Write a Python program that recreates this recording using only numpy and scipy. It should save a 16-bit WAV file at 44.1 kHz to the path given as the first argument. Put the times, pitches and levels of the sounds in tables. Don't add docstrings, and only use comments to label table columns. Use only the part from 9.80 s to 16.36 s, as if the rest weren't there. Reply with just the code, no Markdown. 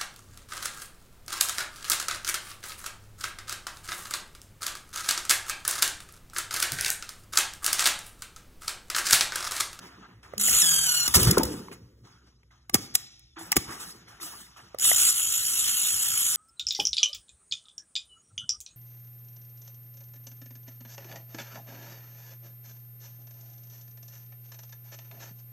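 import sys
import numpy as np
from scipy import signal
from scipy.fft import rfft, irfft, next_fast_len
from scipy.io import wavfile
from scipy.ndimage import uniform_filter1d, minimum_filter1d, map_coordinates

SR = 44100
rng = np.random.default_rng(int(sys.argv[2]) if len(sys.argv) > 2 else 0)


def amplitude_ratio(level_db):
    exponent = np.asarray(level_db, float) / 20
    return 10 ** exponent


def materialize(psi):
    bounded = np.clip(np.atleast_2d(psi).T, -1, 1)
    quanta = np.round(bounded * 32767).astype(np.int16)
    wavfile.write(sys.argv[1], SR, quanta)


N = 289296

# time in seconds, gear hiss in dB, tooth strain in dB.
LOADED_RUN = [
    (0.581, -58, -17),
    (0.599, -27, -8),
    (.63, -24, -16),
    (0.689, -18, -18.5),
    (.8, -19, -10),
    (0.825, -22.5, -3),
    (1.0, -24.5, -3.5),
    (1.14, -26.5, -2.5),
    (1.271, -27.5, 1),
]
# frequency in Hz, lead in half turns.
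PORT_LEAD = [(350, -.16), (600, -.42), (1100, -.5), (1450, .25), (2400, .7), (3100, .35), (4640, 1),
             (6900, 2)]
COAST_S = 0.027


def unit(x):
    return x / np.sqrt(np.mean(x ** 2) + 1e-20)


def colour(points):
    f, db = np.transpose(points)
    return lambda hz: amplitude_ratio(np.interp(np.log(hz + 1), np.log(f), db))


def curves(rows):
    s, *cols = np.transpose(rows)
    return [np.interp(np.arange(N) / SR, s, c) for c in cols]


def wobble(rate_hz):
    knots = rng.standard_normal(int(N * rate_hz / SR) + 4)
    fine = map_coordinates(knots, [np.arange(8 * len(knots)) / 8])
    return np.interp(np.arange(N) * rate_hz * 8 / SR, np.arange(len(fine)), fine)


def filtered(x, response):
    m = next_fast_len(N + SR // 2)
    return irfft(rfft(x, m) * response(np.fft.rfftfreq(m, 1 / SR)), m)[..., :N]


def modes(table):
    def response(f):
        total = 0
        for k, (centre, width, db) in enumerate(table):
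            total = total + (-1) ** k * amplitude_ratio(db) * 1j * f * width / (centre ** 2 - f * f + 1j * f * width)
        return total
    return response


def field(shape, tall, wide):
    rough = uniform_filter1d(rng.standard_normal(shape), tall, 0)
    return unit(uniform_filter1d(uniform_filter1d(rough, tall, 0), wide, 1))


def rush(response, patchy_db):
    _, _, z = signal.stft(rng.standard_normal(N), SR, nperseg=512)
    patched = signal.istft(z * amplitude_ratio(patchy_db * field(z.shape, tall=4, wide=8)), nperseg=512)[1][:N]
    return unit(filtered(patched, response))


def swells(rows):
    t, power = np.arange(N) / SR, 0
    for s, *db, rise, t60 in rows:
        u = np.maximum(t - s, 0)
        fall = amplitude_ratio(-60 * np.maximum(u - rise, 0) / max(t60, .03))
        shape = np.minimum(u / max(rise, .002), 1) ** 2 * fall
        power = power + (amplitude_ratio(db)[:, None] * shape) ** 2
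    return np.sqrt(power)


def drive():
    # time in seconds, gear hiss in dB, tooth strain in dB.
    light_run = [
        (4.996, -36, -16),
        (5.022, -24, -21),
        (5.05, -18, -27),
        (5.23, -19.5, -15),
        (5.3, -20, -24),
        (5.313, -26.5, -15),
        (5.62, -25, -26),
        (6.0, -25, -13.5),
        (6.56, -25, -17.5),
    ]

    def off(row, shift_s):
        return (row[0] + shift_s, -110, row[2])

    first, last, again = LOADED_RUN[0], LOADED_RUN[-1], light_run[0]
    return curves([off(first, -COAST_S), *LOADED_RUN, off(last, 2 * COAST_S), off(again, -COAST_S), *light_run])


def motor():
    # time in seconds, speed in turns/s.
    rotor_speed = [(.56, 212), (.62, 200), (.69, 222), (.8, 222), (.832, 172), (.87, 169), (.888, 162),
                   (.925, 164), (.945, 160), (.986, 161.5), (1.002, 158), (1.044, 159.5), (1.07, 150),
                   (1.146, 144.5), (1.196, 146), (1.218, 140), (1.255, 145), (1.3, 143), (4.9, 225)]
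    # multiple of the tooth rate, level in dB.
    mesh = [(1, -3), (2, 1), (3, 5), (4, 2), (5, -1), (6, -6)]
    # frequency in Hz, width in Hz, level in dB.
    case = [(452, 40, -27), (1360, 300, -16), (1950, 400, -17), (2950, 800, -9), (4500, 1500, -11),
            (5600, 450, -5.5), (7080, 500, -.5), (8250, 400, 0), (9100, 900, -8), (9730, 200, -7),
            (10250, 400, -8), (11200, 400, -1), (12050, 300, -9), (12900, 1200, -13), (15000, 1800, -13)]
    mount_hz, mount_width_hz = 166, 30

    (speed,), (hiss_db, strain_db) = curves(rotor_speed), drive()
    slack = np.clip((speed - 175) / 45, 0, 1)
    turn = 2 * np.pi * np.cumsum(speed * (1 + (.004 + .018 * slack) * wobble(90))) / SR
    stage = np.cos(turn / 4.0 + 1.7 * wobble(3.3))
    throb_db = (2.5 - 1.1 * slack) * stage + 1.5 * np.cos(turn) + wobble(300) + wobble(25)
    hiss = unit(amplitude_ratio(throb_db) * rush(modes(case), patchy_db=2.4))

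    grid_hz = np.arange(500, SR // 2, 50)
    case_gain = np.abs(modes(case)(grid_hz)) ** .6
    whine = 0
    for k, db in mesh:
        level = amplitude_ratio(db + 3 * wobble(45)) * np.interp(10 * k * speed, grid_hz, case_gain)
        whine = whine + level * np.sin(10 * k * turn + .5 * wobble(400))

    surge, = swells([(LOADED_RUN[0][0] - COAST_S, -40, .03, 0.4)])
    detune = 2 * (speed - mount_hz) / mount_width_hz
    hum_gain = amplitude_ratio(hiss_db - 26 + 0.75 * strain_db + 2 * wobble(33) + 5) / np.sqrt(1 + detune ** 2) + surge
    hum = (np.sin(turn) + amplitude_ratio(-12.5) * np.sin(2 * turn)) * hum_gain
    gears = hiss + amplitude_ratio(strain_db + 1.0 + 1.9 * stage) * whine
    return amplitude_ratio(hiss_db + 0.57 * wobble(9.4)) * gears + amplitude_ratio(2) * hum


def slams():
    # start in seconds, crack, knock and thud in dB, chatter t60 in seconds.
    contacts = [(0.4294, -63, -54, -61, .028), (0.5799, -16, -35, -57.5, 0.012),
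                (0.611, -11.5, -37.5, -57, 0.024), (1.278, -10.5, -25.5, -28.5, .025),
                (1.3397, -12, -25.5, -49.5, .03), (1.3453, -3, -30, -45.5, 0.022),
                (1.3527, -4.5, -27.5, -33.5, .03), (1.3559, -8, -29, -33, 0.033),
                (1.359, -8.5, -28, -36, 0.037), (1.3674, -10, -28, -35, 0.027),
                (1.4297, -10.5, -33.5, -25.5, 0.023), (1.4329, -13, -32.5, -30.5, .02),
                (1.5068, -17.5, -35.5, -32, 0.015), (1.5108, -5, -37, -32, 0.024),
                (1.581, -6.5, -35, -29.5, 0.017), (1.6327, -12, -44, -26.5, 0.022),
                (1.652, -23, -51, -30.5, 0.023), (1.4499, -15.5, -45.5, -52.5, 0.023),
                (1.472, -19.5, -44.5, -49, 0.027), (1.9147, -50.5, -42.5, -35, 0.15),
                (2.8959, -23.5, -29, -41.5, 0.013), (2.9371, -28, -40, -32, 0.042),
                (2.9427, -2.5, -13.5, -21, 0.016), (2.9458, -8.5, -34, -10, 0.022),
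                (2.9507, -16.5, -21, -39, 0.044), (3.1469, -32, -43, -59.5, 0.035),
                (3.152, -1.5, -20, -46, .015), (3.1538, -9, -22, -67, 0.019),
                (3.394, -38, -78.5, -80.5, 0.0065), (3.7187, -7, -18.5, -41.5, 0.016),
                (3.7255, -16.5, -18.5, -49.5, 0.02), (3.759, -20.5, -33, -25, 0.037),
                (3.7659, -5, -15, -11.5, 0.024), (3.7686, -7, -17, -15.5, 0.013),
                (3.7745, -15, -36, -17.5, 0.012), (4.9863, -17.5, -33, -50, 0.0088),
                (4.997, -16, -36, -58, 0.0117), (2.632, -64, -55, -80, 0.015),
                (5.301, -14, -36, -57, 0.009)]
    # frequency in Hz, level in dB.
    crack_colour = [(1500, -20.5), (3000, -11), (5500, 5.5), (8000, -1.5), (11000, 0.5), (14500, -2.5),
                    (16000, -3.5)]
    # frequency in Hz, width in Hz, level in dB.
    channel = [(2700, 470, -24.5), (5580, 360, 5.5), (6970, 43, 1), (6900, 390, 4.5), (7490, 17, -7),
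               (7060, 57, -9), (8600, 90, -1.5), (9400, 350, 4), (10030, 260, -3.5), (11000, 200, -2.5),
               (13000, 81, -5.5), (13800, 150, -5.5)]
    plates = modes([(1150, 33, -1.0), (2150, 460, 0.5), (744, 140, -2.0)])

    crack, knock, thud, t = np.zeros(N), np.zeros(N), np.zeros(N), np.arange(SR // 8) / SR
    push = np.sin(2 * np.pi * 10.0 * np.sqrt(t * 8.5))
    chatter = rng.standard_normal((len(contacts), 2, len(t)))
    for (s, db, knock_db, thud_db, t60), z in zip(contacts, chatter):
        fall = amplitude_ratio(-60 * t / max(t60, .006)) * (1 - np.exp(-t / 0.00023))
        at = slice(round(s * SR), round(s * SR) + len(t))
        crack[at] += amplitude_ratio(db - 1.5) * fall * z[0]
        knock[at] += amplitude_ratio(knock_db + 12.5) * fall * z[1]
        thud[at] += amplitude_ratio(thud_db - 1.5 - 60 * t / 0.048) * (1 - np.exp(-t / .0008)) * push

    def ringing(hz):
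        return colour(crack_colour)(hz) * amplitude_ratio(0.5) + amplitude_ratio(4) * modes(channel)(hz)

    return filtered(crack, ringing) + filtered(knock, plates) + thud


def bumps():
    # start in seconds, level in dB, pitch in Hz.
    drops = [
        (1.3712, -7, 90),
        (1.4075, -13.5, 133.7),
        (1.418, -14.5, 94.4),
        (1.4492, -16, 115),
        (1.4761, -9, 120),
        (1.4843, -10, 100),
    ]
    out, t = np.zeros(N), np.arange(SR // 8) / SR
    for s, db, hz in drops:
        swing = amplitude_ratio(db + 5.5 - 60 * t * hz / 2.3) * np.sin(2 * np.pi * hz * t)
        out[round(s * SR):][:len(t)] += swing * (1 - np.exp(-t / 0.0028))
    return out


def knocks():
    # start in seconds, level in dB, pitch in Hz, upper tick in dB.
    plastic = [(0.536, -25.5, 563, -14.5), (0.684, -28, 690, 8), (1.402, -26, 274, -9),
               (1.574, -6, 428, -37), (1.576, -16, 386, -28), (1.597, -12, 287, -34),
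               (1.584, -16, 300, -34), (1.884, -32.5, 1027, -17), (3.145, -47, 900, 1),
               (3.568, -50, 1200, -16), (3.612, -34.5, 850, -18), (3.894, -33, 1150, -21),
               (4.4, -42, 1100, 2), (4.431, -31.5, 1200, -16), (4.763, -41, 1194, -25),
               (4.946, -24.5, 566, -20), (5.05, -29, 1150, 3), (5.115, -17.5, 695, 3.5)]
    out, t = np.zeros(N), np.arange(SR // 16) / SR
    tick = np.sin(2 * np.pi * 1980 * t)
    for (s, db, hz, tick_db), grit in zip(plastic, rng.standard_normal((len(plastic), len(t)))):
        swell = amplitude_ratio(db + 10.5 - 60 * t / (0.0099 + 1.0 / hz)) * (1 - np.exp(-t / 0.0018))
        body = np.sin(2 * np.pi * hz * t) + 0.31 * np.sin(2 * np.pi * 2.1 * hz * t)
        out[round(s * SR):][:len(t)] += swell * (body + amplitude_ratio(tick_db) * tick + amplitude_ratio(-22.0) * grit)
    return out


def pings():
    # start in seconds, level in dB, pitch in Hz, t60 in seconds.
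    jolts = [(.579, -23, 6900, 0.014), (1.57, -14.5, 1040, .04), (1.57, -23, 1403, 0.055),
             (1.6, -24.5, 1005, 0.046), (1.606, -19.5, 894, 0.076), (1.628, -26.5, 500, 0.091),
             (1.71, -27.5, 307.4, .07), (1.726, -35, 199.6, 0.081), (1.739, -27, 287.6, .06),
             (1.79, -34.5, 209, .1), (1.805, -38.5, 350, .05), (2.628, -67.5, 958, 0.054),
             (2.706, -54, 2055, 0.041), (3.719, -24, 856, 0.038), (3.72, -30, 4400, .03),
             (4.666, -48, 2000, 0.025), (5.299, -15.5, 10000, .04), (5.294, -20, 5650, .04)]
    out, t = np.zeros(N), np.arange(SR // 8) / SR
    for (s, db, hz, t60), z in zip(jolts, rng.standard_normal((len(jolts), len(t)))):
        drift = 8 * uniform_filter1d(z, 200)
        ring = amplitude_ratio(db + 3 - 60 * t / t60) * np.sin(2 * np.pi * hz * t + drift)
        out[round(s * SR):][:len(t)] += ring * (1 - np.exp(-t / .002))
    return out


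def tank():
    # start in seconds, level in dB.
    taps = [
        (3.563, -41),
        (3.601, -39),
        (4.405, -46.5),
        (4.428, -45),
    ]
    gain, = swells([(s, db, 0.01, 0.14) for s, db in taps])
    return gain * np.sin(2 * np.pi * np.cumsum(325 * (1 + 0.043 * wobble(40))) / SR)


def stirred_db():
    # start in seconds, jet and rustle in dB, rise and t60 in seconds.
    puffs = [(-.03, -53.5, -47.5, 0.064, 0.95), (.18, -88, -50, 0.05, 0.53), (.427, -56, -53, 0.004, 1),
             (1.27, -30, -42, 0.013, 0.46), (1.338, -19.5, -26, 0.0036, 0.5),
             (1.385, -25, -33.5, 0.012, 0.48), (1.45, -27, -31.5, 0.023, 0.29),
             (1.52, -42.5, -33.5, 0.0084, 0.19), (1.572, -53.5, -34.5, 0.012, 0.2),
             (1.62, -40.5, -43, 0.016, 0.85), (1.91, -46, -50.5, 0.02, 0.12), (2.22, -59, -61, 0.033, 1),
             (2.44, -62.5, -67.5, 0.031, 0.34), (2.706, -62, -64, 0.0049, 0.62),
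             (2.934, -40, -49, 0.011, 0.58), (3.135, -41.5, -55, 0.0077, 0.48),
             (3.27, -60.5, -90, 0.055, 1), (3.556, -61.5, -45.5, 0.013, 1),
             (3.578, -42.5, -57, 0.016, 0.61), (3.765, -35, -64, 0.011, 0.31),
             (3.84, -44, -40.5, 0.07, 0.84), (3.99, -41, -51, 0.015, 0.67), (4.255, -53.5, -52, 0.031, 1),
             (4.385, -37.5, -44.5, 0.046, 0.87), (4.755, -53.5, -52, 0.017, 1)]
    # start in seconds, boom and deep in dB, rise and t60 in seconds.
    rocking = [(0, -51, -57.5, 0.0017, 1.3), (.25, -58, -54.5, 0.034, 1.1), (.43, -58, -66.5, 0.0083, 0.99),
               (.53, -52.5, -50, 0.013, 1), (.65, -50, -45.5, 0.031, 1.2),
               (1.28, -43.5, -38.5, 0.0092, 0.27), (1.35, -29, -22.5, 0.012, 1),
               (1.45, -28.5, -25.5, 0.022, 0.58), (1.56, -24.5, -37.5, 0.028, 0.35),
               (1.65, -34, -45, 0.03, 0.8), (1.92, -57, -56, 0.022, 2.2), (2.1, -63, -57, 0.079, 1.8),
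               (2.92, -41, -41, 0.019, 0.51), (3.1, -68.5, -49, 0.027, 0.41),
               (3.56, -52.5, -74.5, 0.043, 1.4), (3.76, -37, -27, 0.015, 0.057),
               (3.85, -48.5, -55, 0.035, 1.2), (4.08, -60.5, -67, 0.019, 0.99),
               (4.26, -61.5, -62, 0.023, 0.69), (4.4, -52.5, -70.5, 0.034, 0.44),
               (4.52, -61, -77, 0.03, 1.3), (4.755, -59.5, -73, 0.017, 1.4)]
    # jet, rustle, boom, deep in dB.
    quiet_db = [-79, -89.5, -85.5, -65]
    hiss_db, strain_db = drive()
    over_hiss_db = np.array([-47.5 + 0 * strain_db, -18 + 0.63 * strain_db,
                             -32 + 0.17 * strain_db, -31.5 + 0.22 * strain_db])
    gains = np.vstack([swells(puffs), swells(rocking)])
    return 10 * np.log10(gains ** 2 + amplitude_ratio(hiss_db + over_hiss_db) ** 2 + amplitude_ratio(quiet_db)[:, None] ** 2)


def venting(jet_db):
    # frequency in Hz, level in dB.
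    jet_colour = [(1500, -22), (3000, -6), (5500, -1.5), (6500, -5), (8000, -23.5), (11000, -28.5)]
    # frequency in Hz, width in Hz, level in dB.
    nozzle = [(5200, 49, -10.5), (7140, 27, -1.5), (6660, 36, -1.5), (7800, 51, -2), (8130, 43, -7)]
    # frequency in Hz, level in dB.
    fizz_colour = [(4000, -32.5), (7000, -1.5), (8500, 3.5), (11000, -1), (13500, -4.5), (15500, -8.5)]

    def whistling(hz):
        return colour(jet_colour)(hz) * (1 + amplitude_ratio(-2.5) * np.abs(modes(nozzle)(hz)))

    gust_db = 1.5 * wobble(60)
    jet = amplitude_ratio(jet_db - 3.0 + gust_db) * rush(whistling, patchy_db=3.0)
    fizz_gain = amplitude_ratio(jet_db - 0.5 + 1.4 * np.minimum(jet_db + 50.5, 0) + gust_db)
    workshop_air = amplitude_ratio(-87 + 1.5 * wobble(4))
    return jet + (fizz_gain + workshop_air) * rush(colour(fizz_colour), patchy_db=3.0)


def rustling(rustle_db):
    # frequency in Hz, level in dB.
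    rub_colour = [(250, -31), (450, -13.5), (700, 1), (1200, 7), (2000, 0.5), (3500, -8), (6000, -18.5),
                  (12000, -52)]
    return amplitude_ratio(rustle_db + 1.3 * wobble(40)) * rush(colour(rub_colour), patchy_db=2.1)


def shaking(boom_db, deep_db):
    # frequency in Hz, level in dB.
    plate_colour = [(110, -31.5), (170, 5), (250, -2), (380, -1.5), (520, -8.5), (750, -34)]
    # frequency in Hz, level in dB.
    sway_colour = [(26, -26), (40, -5), (60, 4), (80, -2.5), (120, 5.5), (165, -10.5), (220, -51)]
    boom = amplitude_ratio(boom_db + 0.21 * wobble(30)) * rush(colour(plate_colour), patchy_db=3.0)
    return boom + amplitude_ratio(deep_db + 0.59 * wobble(16)) * rush(colour(sway_colour), patchy_db=3.0)


def squeak():
    # time in seconds, pitch in Hz, level in dB.
    creep = [
        (3.46, 3620, -110),
        (3.48, 3620, -69),
        (3.54, 3600, -66),
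        (3.56, 3600, -110),
    ]
    hz, db = curves(creep)
    return amplitude_ratio(db + 3.5 * wobble(70)) * np.sin(2 * np.pi * np.cumsum(hz * (1 + .015 * wobble(120))) / SR)


def room(x):
    # frequency in Hz, t60 in seconds.
    decay = [(200, 0.74), (5000, 0.93), (9000, 0.061), (14000, 0.03)]
    hz, t, z = signal.stft(rng.standard_normal(SR), SR, nperseg=256)
    t60 = np.interp(hz, *np.transpose(decay))
    tail = signal.istft(z * amplitude_ratio(-60 * t / t60[:, None]), SR, nperseg=256)[1]
    return signal.fftconvolve(np.pad(x, (300, 0)), tail / np.linalg.norm(tail))[:N]


def mains():
    # frequency in Hz, level in dB.
    hum_lines = [(60, -64), (120, -73), (240, -80), (335, -82)]
    t, out = np.arange(N) / SR, np.zeros(N)
    for hz, db in hum_lines:
        out += amplitude_ratio(db + 2.1 * wobble(5)) * np.sin(2 * np.pi * hz * t + 1.8 * wobble(9))
    return out


def scene():
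    hits = slams() + bumps() + knocks() + pings() + tank()
    jet_db, rustle_db, boom_db, deep_db = stirred_db()
    stirred = venting(jet_db) + rustling(rustle_db) + shaking(boom_db, deep_db)
    mono = motor() + hits + stirred + squeak() + amplitude_ratio(-20.5) * room(hits) + mains()
    return np.array([mono, mono])


def two_ports(mono):
    low_cut_hz, top_hz, notch_step_hz = 36, 15750, 2075

    def half_lead(hz):
        lead = np.interp(hz, *np.transpose(PORT_LEAD)) * np.minimum(hz / PORT_LEAD[0][0], 1) ** 1.6
        delay = np.maximum(hz - PORT_LEAD[-1][0], 0) / notch_step_hz
        return np.pi / 2 * (lead + delay)

    def response(hz):
        band = hz ** 4 / (hz ** 4 + low_cut_hz ** 4) / (1 + (hz / top_hz) ** 400)
        return band * np.array([np.cos(half_lead(hz)), 1j * np.sin(half_lead(hz))])

    return filtered(mono, response)


def muting(hz, z):
    f = hz[:, None]
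    own = uniform_filter1d(uniform_filter1d(np.abs(z) ** 2, 6, 1), 3, 2)
    power = np.sum(np.abs(z) ** 2, 0)
    treble = power[hz > 3500].sum(0)
    past_min = np.roll(minimum_filter1d(treble, 5), 3)
    coming_max = -np.roll(minimum_filter1d(-treble, 5), -3)
    click = (treble > 2.3 * uniform_filter1d(treble, 9)) | (past_min > 1.7 * coming_max)
    mask = uniform_filter1d(own.sum(0), 42, 0) * amplitude_ratio(-19 + 3 * field(power.shape, tall=18, wide=5))
    strong = (own > mask) | (own > (.18 + f / 80000) * own.sum(0)) | (f < 3500) | click
    in_band = np.minimum(np.arange(len(hz)), len(hz) - 4)
    strong = np.repeat(strong[:, 3::6], 6, axis=1)[:, in_band]
    nearby = uniform_filter1d(uniform_filter1d(power, 24, 0), 2, 1)
    floor = amplitude_ratio(2 * np.interp(hz, [4000, 12500, 15000], [-120, -118, -112]))[:, None]
    faint = floor + (f > 12500) * treble * amplitude_ratio(-80)
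    return strong * (nearby > faint * amplitude_ratio(9 * field(power.shape, tall=5, wide=6)))


def band_limit(x):
    return signal.sosfilt(signal.butter(12, 16980, fs=SR, output="sos"), x)


def record(dry):
    # frequency in Hz, wander of the side's phase in rad.
    scatter = [(300, .1), (700, 1.3), (2500, 1.1), (4500, 0.45), (15000, .9)]
    hz, _, z = signal.stft(two_ports(dry[0]), SR, nperseg=1024)
    wander_rad = np.interp(hz, *np.transpose(scatter))[:, None] * field(z.shape[1:], tall=6, wide=1)
    z[1] *= np.exp(1j * wander_rad)
    mid, side = signal.istft(z * muting(hz, z), nperseg=1024)[1][:, :N]
    ports = np.array([mid + side, mid - side])
    ports = ports / (1 + np.abs(ports / .9) ** 5) ** (1 / 5)
    return band_limit(ports)


dry = scene()
out = record(dry)
materialize(out)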